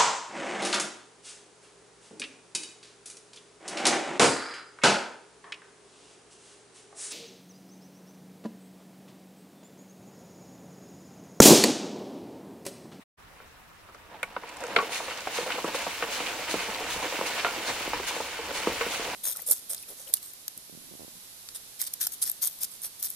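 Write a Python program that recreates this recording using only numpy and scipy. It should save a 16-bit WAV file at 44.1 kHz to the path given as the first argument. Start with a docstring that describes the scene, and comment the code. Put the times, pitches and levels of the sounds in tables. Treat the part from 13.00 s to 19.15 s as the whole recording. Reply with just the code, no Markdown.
"""A faint outdoor hush and a few light knocks, then a wooden screw conveyor gets going close by.
Dry grain slides along the trough, crunches under the screw and tips off it in hissing heaps.
Wood grinds on wood, and the loose drive knocks and thumps in its frame, ringing the boards.
The stereo microphone stands near the trough in the open air, with a low rumble on all sides."""
import sys
import numpy as np
from scipy import signal
from scipy.io import wavfile

SR = 44100
rng = np.random.default_rng(int(sys.argv[2]) if len(sys.argv) > 2 else 0)


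def transcribe(u):
    """Save the signal u as a 16-bit wav file named by the first command-line argument.

    u: samples, shape (n,) or (channels, n), limited to [-1, 1]; the rate is SR.
    q: integer samples, one column per channel.
    """
    v = np.clip(np.atleast_2d(u).T, -1, 1)
    q = np.round(v * 32767).astype(np.int16)
    wavfile.write(sys.argv[1], SR, q)


N = 271215
TIME = np.arange(N) / SR
LEFT_RIGHT = np.array([[1], [-1]])  # sign of the side signal in each channel

# flow of grain along the trough as the screw gets going: (time [s], level [dB])
GRAIN_FLOW = [(0.4, -69), (0.96, -70), (1.42, -53.5), (1.86, -40.5), (1.92, -48), (2.34, -40), (2.5, -40),
              (3.04, -38), (3.95, -38), (4.15, -36.5), (4.96, -38), (5.36, -40.5), (5.52, -39), (5.75, -36),
              (6.15, -38.5)]
# heaps tip off the screw about 2.5 times a second: (time [s], swell time [s], peak level [dB])
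TIPPING_HEAPS = [(1.946, 0.026, -33), (2.361, 0.022, -34), (2.754, 0.01, -33.5), (3.137, 0.02, -33),
                 (3.512, 0.012, -32), (3.918, 0.018, -33.5), (4.273, 0.0094, -34), (4.678, 0.016, -33.5),
                 (5.083, 0.012, -31.5), (5.563, 0.02, -34.5), (5.928, 0.024, -35)]
# a jammed kernel rasps through: (time [s], length [s], level [dB])
KERNEL_RASPS = [(0.42, 0.082, -57), (1.485, 0.033, -44.5), (2.115, 0.034, -35), (2.525, 0.028, -36.5),
                (3.29, 0.06, -37), (3.7, 0.12, -50), (4.4, 0.039, -34), (4.83, 0.045, -33.5)]
# single kernels crack under the screw: (time [s], level [dB], centre [Hz])
KERNEL_CRACKS = [(0.947, -51, 4500), (1.2303, -32.5, 8900), (1.492, -41, 6960), (1.569, -39.5, 6900),
                 (1.606, -41, 7000), (1.638, -36.5, 6000), (1.667, -37, 5940), (1.763, -36, 7460),
                 (1.9226, -33, 3300), (1.946, -30, 4230), (2.175, -34, 4860), (2.207, -36, 4470),
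                 (2.5037, -32, 3000), (2.5207, -26, 2900), (3.269, -29, 3000), (3.7464, -28, 3200),
                 (4.3957, -30, 3200), (4.827, -32, 3120)]
# pressure of the screw on its wooden bearings, heard as rubbing: (time [s], level [dB])
BEARING_RUB = [(0.4, -101), (0.91, -62), (1.33, -52.5), (1.5, -47), (1.78, -38.5), (1.9, -40.5),
               (2.08, -45.5), (2.29, -43), (2.48, -41), (2.62, -42), (2.85, -42), (3.7, -40.5), (4.34, -39),
               (5.32, -43.5), (5.6, -40), (6.15, -41.5)]
# the screw scuffs along the boards: (time [s], length [s], level [dB])
BOARD_SCUFFS = [(0.42, 0.17, -60), (1.15, 0.067, -47.5), (2.42, 0.053, -34), (2.57, 0.035, -46),
                (2.685, 0.031, -34.5), (2.835, 0.033, -36.5), (3.04, 0.014, -30.5), (4.048, 0.046, -30.5),
                (4.228, 0.01, -34.5), (4.7, 0.034, -36), (5.16, 0.071, -43.5), (6.11, 0.044, -36)]
# the loose drive knocks on the trough: (time [s], base level [dB], hardness [dB], rattle [dB],
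# ring pitch [Hz], ring level [dB], ring t60 [s])
DRIVE_KNOCKS = [(0.402, -54.5, 4, -5, 820, -58, .03), (0.8886, -54, 0, -3, 1310, -42, .045),
                (0.945, -53.5, 5, 2, 1290, -58, .04), (1.2298, -39, 12.5, 5, 2260, -23, 0.046),
                (1.3638, -33, 1.5, -2, 940, -41, 0.041), (1.434, -40.5, -5, 5, 900, -48, .04),
                (1.617, -38, -21, -18, 560, -39, .04), (1.638, -36.5, -1, -3, 466, -46, .046),
                (1.761, -33, 6.5, 3, 744, -44, .03), (1.7631, -30, 11.5, -1, 2105, -28, 0.045),
                (1.7653, -31.5, 4.5, -7, 1360, -21, 0.047), (1.7668, -33, -9, 8, 470, -27.5, 0.063),
                (1.7862, -31.5, 7, -13, 1118, -21, .06), (1.801, -35, -1, -6, 1120, -30, .05),
                (1.826, -34.5, -4, -6, 450, -32, .09), (2.003, -35.5, -20, 0, 546, -50, .11),
                (2.081, -37.5, 0, 2, 505, -38, .036), (2.2715, -33.5, -1, 3, 760, -25.5, 0.023),
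                (2.385, -30, -10, -3, 476, -32, 0.21), (2.462, -36, -10, -3, 525, -38, .03),
                (2.5031, -38.5, 6, -7, 1420, -34, .04), (2.551, -40, -15, 0, 480, -43, .08),
                (2.581, -32, -17, 1, 960, -38, 0.099), (2.746, -31.5, -7, -13, 550, -28, .044),
                (2.866, -31, -4, 6, 958, -33, 0.16), (3.024, -33, 6, -3, 476, -42, .073),
                (3.201, -40, -12, 7, 820, -54, 0.034), (4.026, -40, -5, 2, 940, -38, .088),
                (4.046, -46, -7, 4, 950, -35, 0.087), (4.123, -37, -5, -3, 556, -42, .05),
                (4.2115, -28.5, -11, -17, 553, -38, 0.057), (4.4467, -29, 4.5, -6, 720, -21, 0.031),
                (4.449, -34, 4, -3, 1407, -24, 0.22), (4.465, -36, 6, 8, 720, -37, .05),
                (4.9333, -29.5, -.5, -11, 950, -40, .03), (5.109, -39.5, -5, -6, 972, -44, .04),
                (5.164, -37, -11, 4, 483, -40, .05), (5.202, -32, -11, -3, 890, -40, .043),
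                (5.389, -35.5, -15, -2, 473, -47, .05), (5.507, -36, -1.5, 7, 560, -49, 0.042),
                (5.8095, -31.5, 4.5, -5, 467, -38, 0.22)]
# the screw drops heavily in its frame: (time [s], base level [dB], ring pitch [Hz])
FRAME_THUMPS = [(1.7786, -35, 413), (2.6431, -30.5, 320), (3.203, -38.5, 290), (3.54, -29.5, 307),
                (3.551, -39, 660), (3.686, -40.5, 200), (3.806, -41, 460), (3.96, -41, 131),
                (4.06, -44, 304), (4.189, -37, 350), (4.807, -40, 346), (4.876, -36.5, 347),
                (4.9974, -35.5, 380), (5.6713, -26, 340), (5.682, -44, 172), (5.699, -41, 382),
                (5.8639, -35, 700), (5.995, -38, 700)]
# low outdoor rumble: (time [s], level [dB])
RUMBLE_LEVEL = [(0, -60.5), (1.3, -63), (2.2, -65), (3, -61.5), (3.75, -58.5), (3.97, -50), (4.06, -64),
                (4.4, -59), (4.85, -55), (5.01, -47), (5.16, -63), (5.5, -57), (5.73, -51.5), (6.15, -61)]
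# the sound drops out briefly near the start: (time [s], gain [ratio])
DROPOUT_GAIN = [(0, 1), (.025, 1), (.04, 0), (.17, 0), (.195, 1), (6.15, 1)]

# modes of the trough and frame, the screw and drive, and the clear window that kernels patter on:
# (frequency [Hz], relative level [dB], t60 [s])
TROUGH_MODES = [(116, 1.5, 0.14), (164, -10.5, 0.077), (200, -9, 0.035), (310, -7, 0.12), (330, -5, 0.068),
                (380, -20.5, 0.018), (434, 5, 0.058), (475.4, 3.5, 0.082), (494, 9, 0.027),
                (560, -1.5, 0.046), (700, 1, 0.069), (870, 3.5, 0.066), (951, -3, 0.24), (977, -3.5, 0.077)]
SCREW_MODES = [(1120, 0, 0.07), (1260, 1.5, 0.032), (1362, -2, 0.054), (1490, 4.5, 0.036),
               (1840, -7.5, 0.038), (2164, -0.5, 0.034), (2373, 0, 0.032), (2734, 6.5, 0.02),
               (3002, 9.5, 0.034), (3760, -2, 0.049), (4435, 10.5, 0.052)]
WINDOW_MODES = [(3650, -13, .01), (4250, -6.5, .01), (6370, -2, 0.0041), (9100, 1, .0045)]
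# tone of each noise, from the grain to the background: (frequency [Hz], relative band gain [dB])
SLIDE_TONE = [(1500, 4.5), (2600, 5), (3700, 4.5), (5000, 2), (7000, 1), (9200, -3), (12000, -5),
              (16000, -7)]
CRUNCH_TONE = [(500, -39), (900, 4.5), (1400, -9), (1700, -3.5), (2300, 0.5), (2900, 0), (3500, -11.5),
               (4500, -10.5), (8000, -21.5)]
HEAP_TONE = [(1500, 3.5), (2600, -0.5), (3700, 4), (5000, 0.5), (7000, 0), (9200, -3), (12000, -8.5),
             (16000, -12)]
GRIND_TONE = [(70, -13), (130, -19.5), (200, -6.5), (300, -2), (480, -8), (700, 5.5), (1000, -5),
              (1500, -2), (3000, -10.5)]
HUSH_TONE = [(150, 3.5), (300, -0.5), (600, 0.5), (1100, 5), (2000, 0.5), (3200, -6), (6000, -11.5),
             (10000, -13.5), (16000, -14.5)]
RUMBLE_TONE = [(22, 7.5), (40, 2), (62, 5), (100, 3), (160, -19), (300, -12.5)]
# stereo image at the microphone of the conveyor close by and of the open air all around:
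# (frequency [Hz], channel likeness [-1..1], left minus right [dB])
CLOSE_IMAGE = [(100, 0.9, -1), (290, 0.98, -1), (700, 0.94, -0.6), (1300, 0.81, -0.5), (2100, 0.74, -2.5),
               (3300, 0.46, -1.5), (5500, 0.16, 0), (9100, -0.34, 3.5), (15000, -0.13, 1)]
AMBIENT_IMAGE = [(40, 0.8, -4.5), (110, 0.73, 1), (200, 0.21, -1.5), (700, 0.21, 0), (1300, 0.17, -0.5),
                 (2400, 0, -0.5), (15000, 0, 0)]


def sliding_grain():
    """Thousands of kernels tick along the boards close by; a stronger flow brings more of them."""
    flow = driven(GRAIN_FLOW, running_db=-41, follows=1.1, waver_db=0)
    per_s = 900 + 9000 * flow / flow.max()
    ticks = contacts(per_s, spread_db=0) / np.sqrt(per_s)
    return flow * band_noise(ticks, SLIDE_TONE, CLOSE_IMAGE, flicker_db=1)


def crunching_grain():
    """Squeezed kernels snap past each other in clumps and make the screw ring a little."""
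    snaps = contacts(3800 * from_db(2.6 * drift(25)), spread_db=1)
    crackle = band_noise(snaps, CRUNCH_TONE, CLOSE_IMAGE, flicker_db=0.5)
    crunch = through(crackle, tap_response(SCREW_MODES, ring_db=-43))
    flow = driven(GRAIN_FLOW, running_db=-41, follows=0.92, waver_db=-1.5)
    squeeze = np.hypot(flow, swells(KERNEL_RASPS))
    return np.hypot(squeeze, from_db(-4) * heap_strength()) * unit_rms(crunch)


def spilling_grain():
    """Each falling heap showers the window with kernels and rings it brightly."""
    shower = band_noise(contacts(9000, spread_db=1), HEAP_TONE, CLOSE_IMAGE, flicker_db=1)
    patter = through(shower, tap_response(WINDOW_MODES, ring_db=-20.5))
    return heap_strength() * unit_rms(patter)


def heap_strength(drain_ratio=1.82, trickle_db=-7.5, trickle_s=0.17):
    """Each tipping heap swells, drains more slowly and leaves a dying trickle."""
    power = np.zeros(N)
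    for s, swell_s, db in TIPPING_HEAPS:
        t = TIME - s
        surge = np.exp(-.5 * (t / np.where(t < 0, swell_s, swell_s * drain_ratio)) ** 2)
        trickle = from_db(trickle_db) * (t > 0) * np.exp(-.5 * (t / trickle_s) ** 2)
        power += (from_db(db) * np.maximum(surge, trickle)) ** 2
    return np.sqrt(power)


def cracking_kernels():
    """Pinched kernels crack: each dies within a few milliseconds and leaves a faint scatter."""
    t, out = TIME[:SR // 4], np.zeros((2, N + SR))
    dying = decay(t, 0, t60=0.0098) + decay(t, -19, t60=0.14)
    for s, db, hz in KERNEL_CRACKS:
        mid, side = unit_rms(band(rng.standard_normal((2, len(t))), hz / 1.4, hz * 1.4))
        add_at(out, s, from_db(db) * dying * (mid + 1.1 * side * LEFT_RIGHT))
    return out[:, :N]


def grinding_screw():
    """Wood rubs on wood in uneven slips that drive the low modes of the trough."""
    slips = contacts(2600 * from_db(2.5 * drift(18)), spread_db=1.46)
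    friction = band_noise(slips, GRIND_TONE, CLOSE_IMAGE, flicker_db=1.7)
    grind = through(friction, tap_response(TROUGH_MODES, ring_db=-48))
    rub = driven(BEARING_RUB, running_db=-39, follows=1.08, waver_db=1.47)
    return np.hypot(rub, swells(BOARD_SCUFFS)) * unit_rms(grind)


def knocking_drive():
    """Heavy blows thump the frame, lighter ones knock the trough, hard edges clack on the screw."""
    light = [(s, db - 14.5, db, db + hardness, *rest) for s, db, hardness, *rest in DRIVE_KNOCKS]
    # a thump sits firmly, rattles little and rings briefly
    heavy = [(s, db, db - 1.5, db - 9, -10, hz, db - 17.5, 0.044) for s, db, hz in FRAME_THUMPS]
    times, thump_db, knock_db, clack_db, loose_db, hz, ring_db, ring_t60 = np.transpose(light + heavy)
    hits = dict(vary_db=3, count=len(times))  # each blow lands on a different spot
    frame = band(tap_response(TROUGH_MODES, ring_db=-83, **hits), 165, 483, order=4)
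    trough = band(tap_response(TROUGH_MODES, ring_db=-52, **hits), 425, 1205, order=4)
    screw = band(tap_response(SCREW_MODES, ring_db=-36, **hits), 1144, 2524, order=5)
    edge = band(tap_response(SCREW_MODES, ring_db=-66, **hits), 2050, 4400, order=4)
    thump = blows(times, hz, thump_db, frame, rattle_db=loose_db - 27.5, rattle_t60=0.13,
                  tail_db=-40.5, tail_t60=0.3, width=0.1)
    knock = blows(times, hz, knock_db + 2.5, trough, rattle_db=loose_db - 16.5, rattle_t60=0.039,
                  tail_db=-29, tail_t60=0.11, width=0.14)
    clack = blows(times, hz, clack_db - .6, screw, rattle_db=loose_db - 9.5, rattle_t60=0.018,
                  tail_db=-28, tail_t60=0.16, width=0.45)
    # harder blows have shorter contacts, so their crack grows twice as fast in dB
    crack = blows(times, hz, 2 * clack_db + 15.5, edge, rattle_db=loose_db - 4, rattle_t60=0.037,
                  tail_db=-46, tail_t60=0.16, width=1)
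    ring = ringing_wood(times, hz, ring_db, ring_t60)
    return (thump + knock + with_ground_echo(clack) + crack + ring) * from_db(-.3 * LEFT_RIGHT)


def blows(times, ring_hz, level_db, bodies, rattle_db, rattle_t60, tail_db, tail_t60, width):
    """Each blow is a push, a rattle of loose joints and a faint tail, heard through the struck body."""
    t, out = TIME[:SR // 4], np.zeros((2, N + SR))
    for s, hz, db, loose_db, body in zip(times, ring_hz, level_db, rattle_db, bodies):
        dying = decay(t, loose_db, rattle_t60) + decay(t, tail_db, tail_t60)
        favoured_pitch = from_db(5) * band(body, hz / 1.047, hz * 1.047, order=1)
        mid, side = rng.standard_normal((2, len(t))) * dying
        push = (t == 0) + mid + width * side * LEFT_RIGHT
        blow = through(push, body + favoured_pitch)[:, :len(t)]
        attack_rms = np.sqrt(np.mean(blow[:, :SR // 100] ** 2))
        add_at(out, s, from_db(db) * blow / attack_rms)
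    return out[:, :N]


def ringing_wood(times, ring_hz, level_db, t60s):
    """The spot that is hit favours one pitch, which rings on by itself."""
    t, out = TIME[:SR // 4], np.zeros(N + SR)
    for s, hz, db, t60 in zip(times, ring_hz, level_db, t60s):
        add_at(out, s, decay(t, db, t60) * np.sin(2 * np.pi * hz * t))
    return out[:N]


def with_ground_echo(x, delay_s=.0044, echo_db=-18):
    """One early reflection comes off the ground to the microphone."""
    return x + from_db(echo_db) * np.pad(x, [(0, 0), (round(delay_s * SR), 0)])[:, :N]


def outdoors():
    """A distant hush over a low, swelling rumble reaches the microphone from all sides."""
    hush = from_db(-53.5) * band_noise(1, HUSH_TONE, AMBIENT_IMAGE, flicker_db=1.5)
    rumble = band_noise(1, RUMBLE_TONE, AMBIENT_IMAGE, flicker_db=3.5)
    return hush + from_db(in_time(RUMBLE_LEVEL)) * rumble


def driven(curve, running_db, follows, waver_db):
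    """Strength of a wavering layer that moves `follows` dB for each dB of its curve."""
    full_speed_db = -40
    return from_db(running_db + follows * (in_time(curve) - full_speed_db) + waver_db * drift(14.7))


def swells(rows):
    """Strength of short rubs that each rise and fall smoothly."""
    return sum(from_db(db) * np.exp(-2 * ((TIME - s) / length) ** 2) for s, length, db in rows)


def contacts(per_s, spread_db):
    """Tiny impacts at random moments; a spread in size gives many small and a few large."""
    sizes = from_db(spread_db * np.minimum(rng.exponential(1, N), 4))
    return sizes * (rng.random(N) < per_s / SR)


def band_noise(strength, tone, image, flicker_db):
    """Flickering half-octave bands of stereo noise, excited by random amounts of `strength`; rms 1."""
    out, edges = 0, 22 * 2 ** np.arange(0, 10, .5)
    push = rng.standard_normal((2, 2, N)) * strength
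    for k, (low, high) in enumerate(zip(edges, edges[1:])):
        if high < tone[0][0] or low > tone[-1][0]:
            continue
        hz = np.sqrt(low * high)
        level_db, = at_hz(tone, hz)
        alike, pan_db = at_hz(image, hz)
        mid, side = band(push[k % 2], low, high)  # neighbouring bands get separate noise
        stereo = np.sqrt(1 + alike) * mid + np.sqrt(1 - alike) * side * LEFT_RIGHT
        out += stereo * from_db(pan_db / 2 * LEFT_RIGHT) * from_db(level_db + flicker_db * drift(27.4))
    return unit_rms(out)


def tap_response(modes, ring_db, vary_db=0, count=1):
    """A part's answers to `count` taps: a click and dying modes, their weights scattered by `vary_db`."""
    t = TIME[:SR // 6]
    ringing = np.array([decay(t, db, t60) * np.cos(2 * np.pi * hz * t) for hz, db, t60 in modes])
    weights = from_db(ring_db + vary_db * rng.standard_normal((count, len(modes))))
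    return (t == 0) + weights @ ringing


def drift(rate_hz):
    """Smooth random wander of rms 1, mostly slower than `rate_hz`."""
    step, settle = 40, 2000
    pole = np.exp(-2 * np.pi * rate_hz * step / SR)
    noise = rng.standard_normal(N // step + settle + 2)
    slow = signal.lfilter([1], [1, -2 * pole, pole * pole], noise)[settle:]
    return np.interp(np.arange(N) / step, np.arange(len(slow)), unit_rms(slow))


def through(x, response):
    """Pass a signal through an impulse response."""
    return signal.fftconvolve(np.atleast_2d(x), np.atleast_2d(response), axes=1)[:, :N]


def band(x, low_hz, high_hz, order=2):
    """Causal band-pass."""
    sos = signal.butter(order, [low_hz, min(high_hz, SR / 2 - 1)], "band", fs=SR, output="sos")
    return signal.sosfilt(sos, x + 1e-18)


def decay(t, start_db, t60):
    """A gain that falls 60 dB every `t60` seconds."""
    return from_db(start_db - 60 * t / t60)


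def add_at(track, time_s, sound):
    """Mix a sound into a track at the given time."""
    start = round(time_s * SR)
    track[..., start:start + sound.shape[-1]] += sound


def in_time(rows):
    """A curve read at every sample."""
    return np.interp(TIME, *np.transpose(rows))


def at_hz(rows, hz):
    """The columns of a table read on a log-frequency axis."""
    grid, *columns = np.transpose(rows)
    return [np.interp(np.log(hz), np.log(grid), column) for column in columns]


def from_db(db):
    """Decibels to gain."""
    return 10 ** (np.asarray(db) / 20)


def unit_rms(x):
    """Scale to rms 1."""
    return x / np.sqrt(np.mean(x ** 2) + 1e-20)


def scene():
    """The conveyor close by in the open air; its wood reaches the left channel one sample later."""
    left, right = crunching_grain() + grinding_screw() + knocking_drive()
    wood = np.array([np.append(0, left[:-1]), right])
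    return wood + sliding_grain() + spilling_grain() + cracking_kernels() + outdoors()


def record(dry):
    """The sound drops out briefly near the start, and the top treble is cut steeply."""
    cutoff_hz = 15750
    low_pass = signal.ellip(10, .1, 80, cutoff_hz, fs=SR, output="sos")
    return signal.sosfilt(low_pass, dry * in_time(DROPOUT_GAIN) + 1e-18)


dry = scene()
out = record(dry)
transcribe(out)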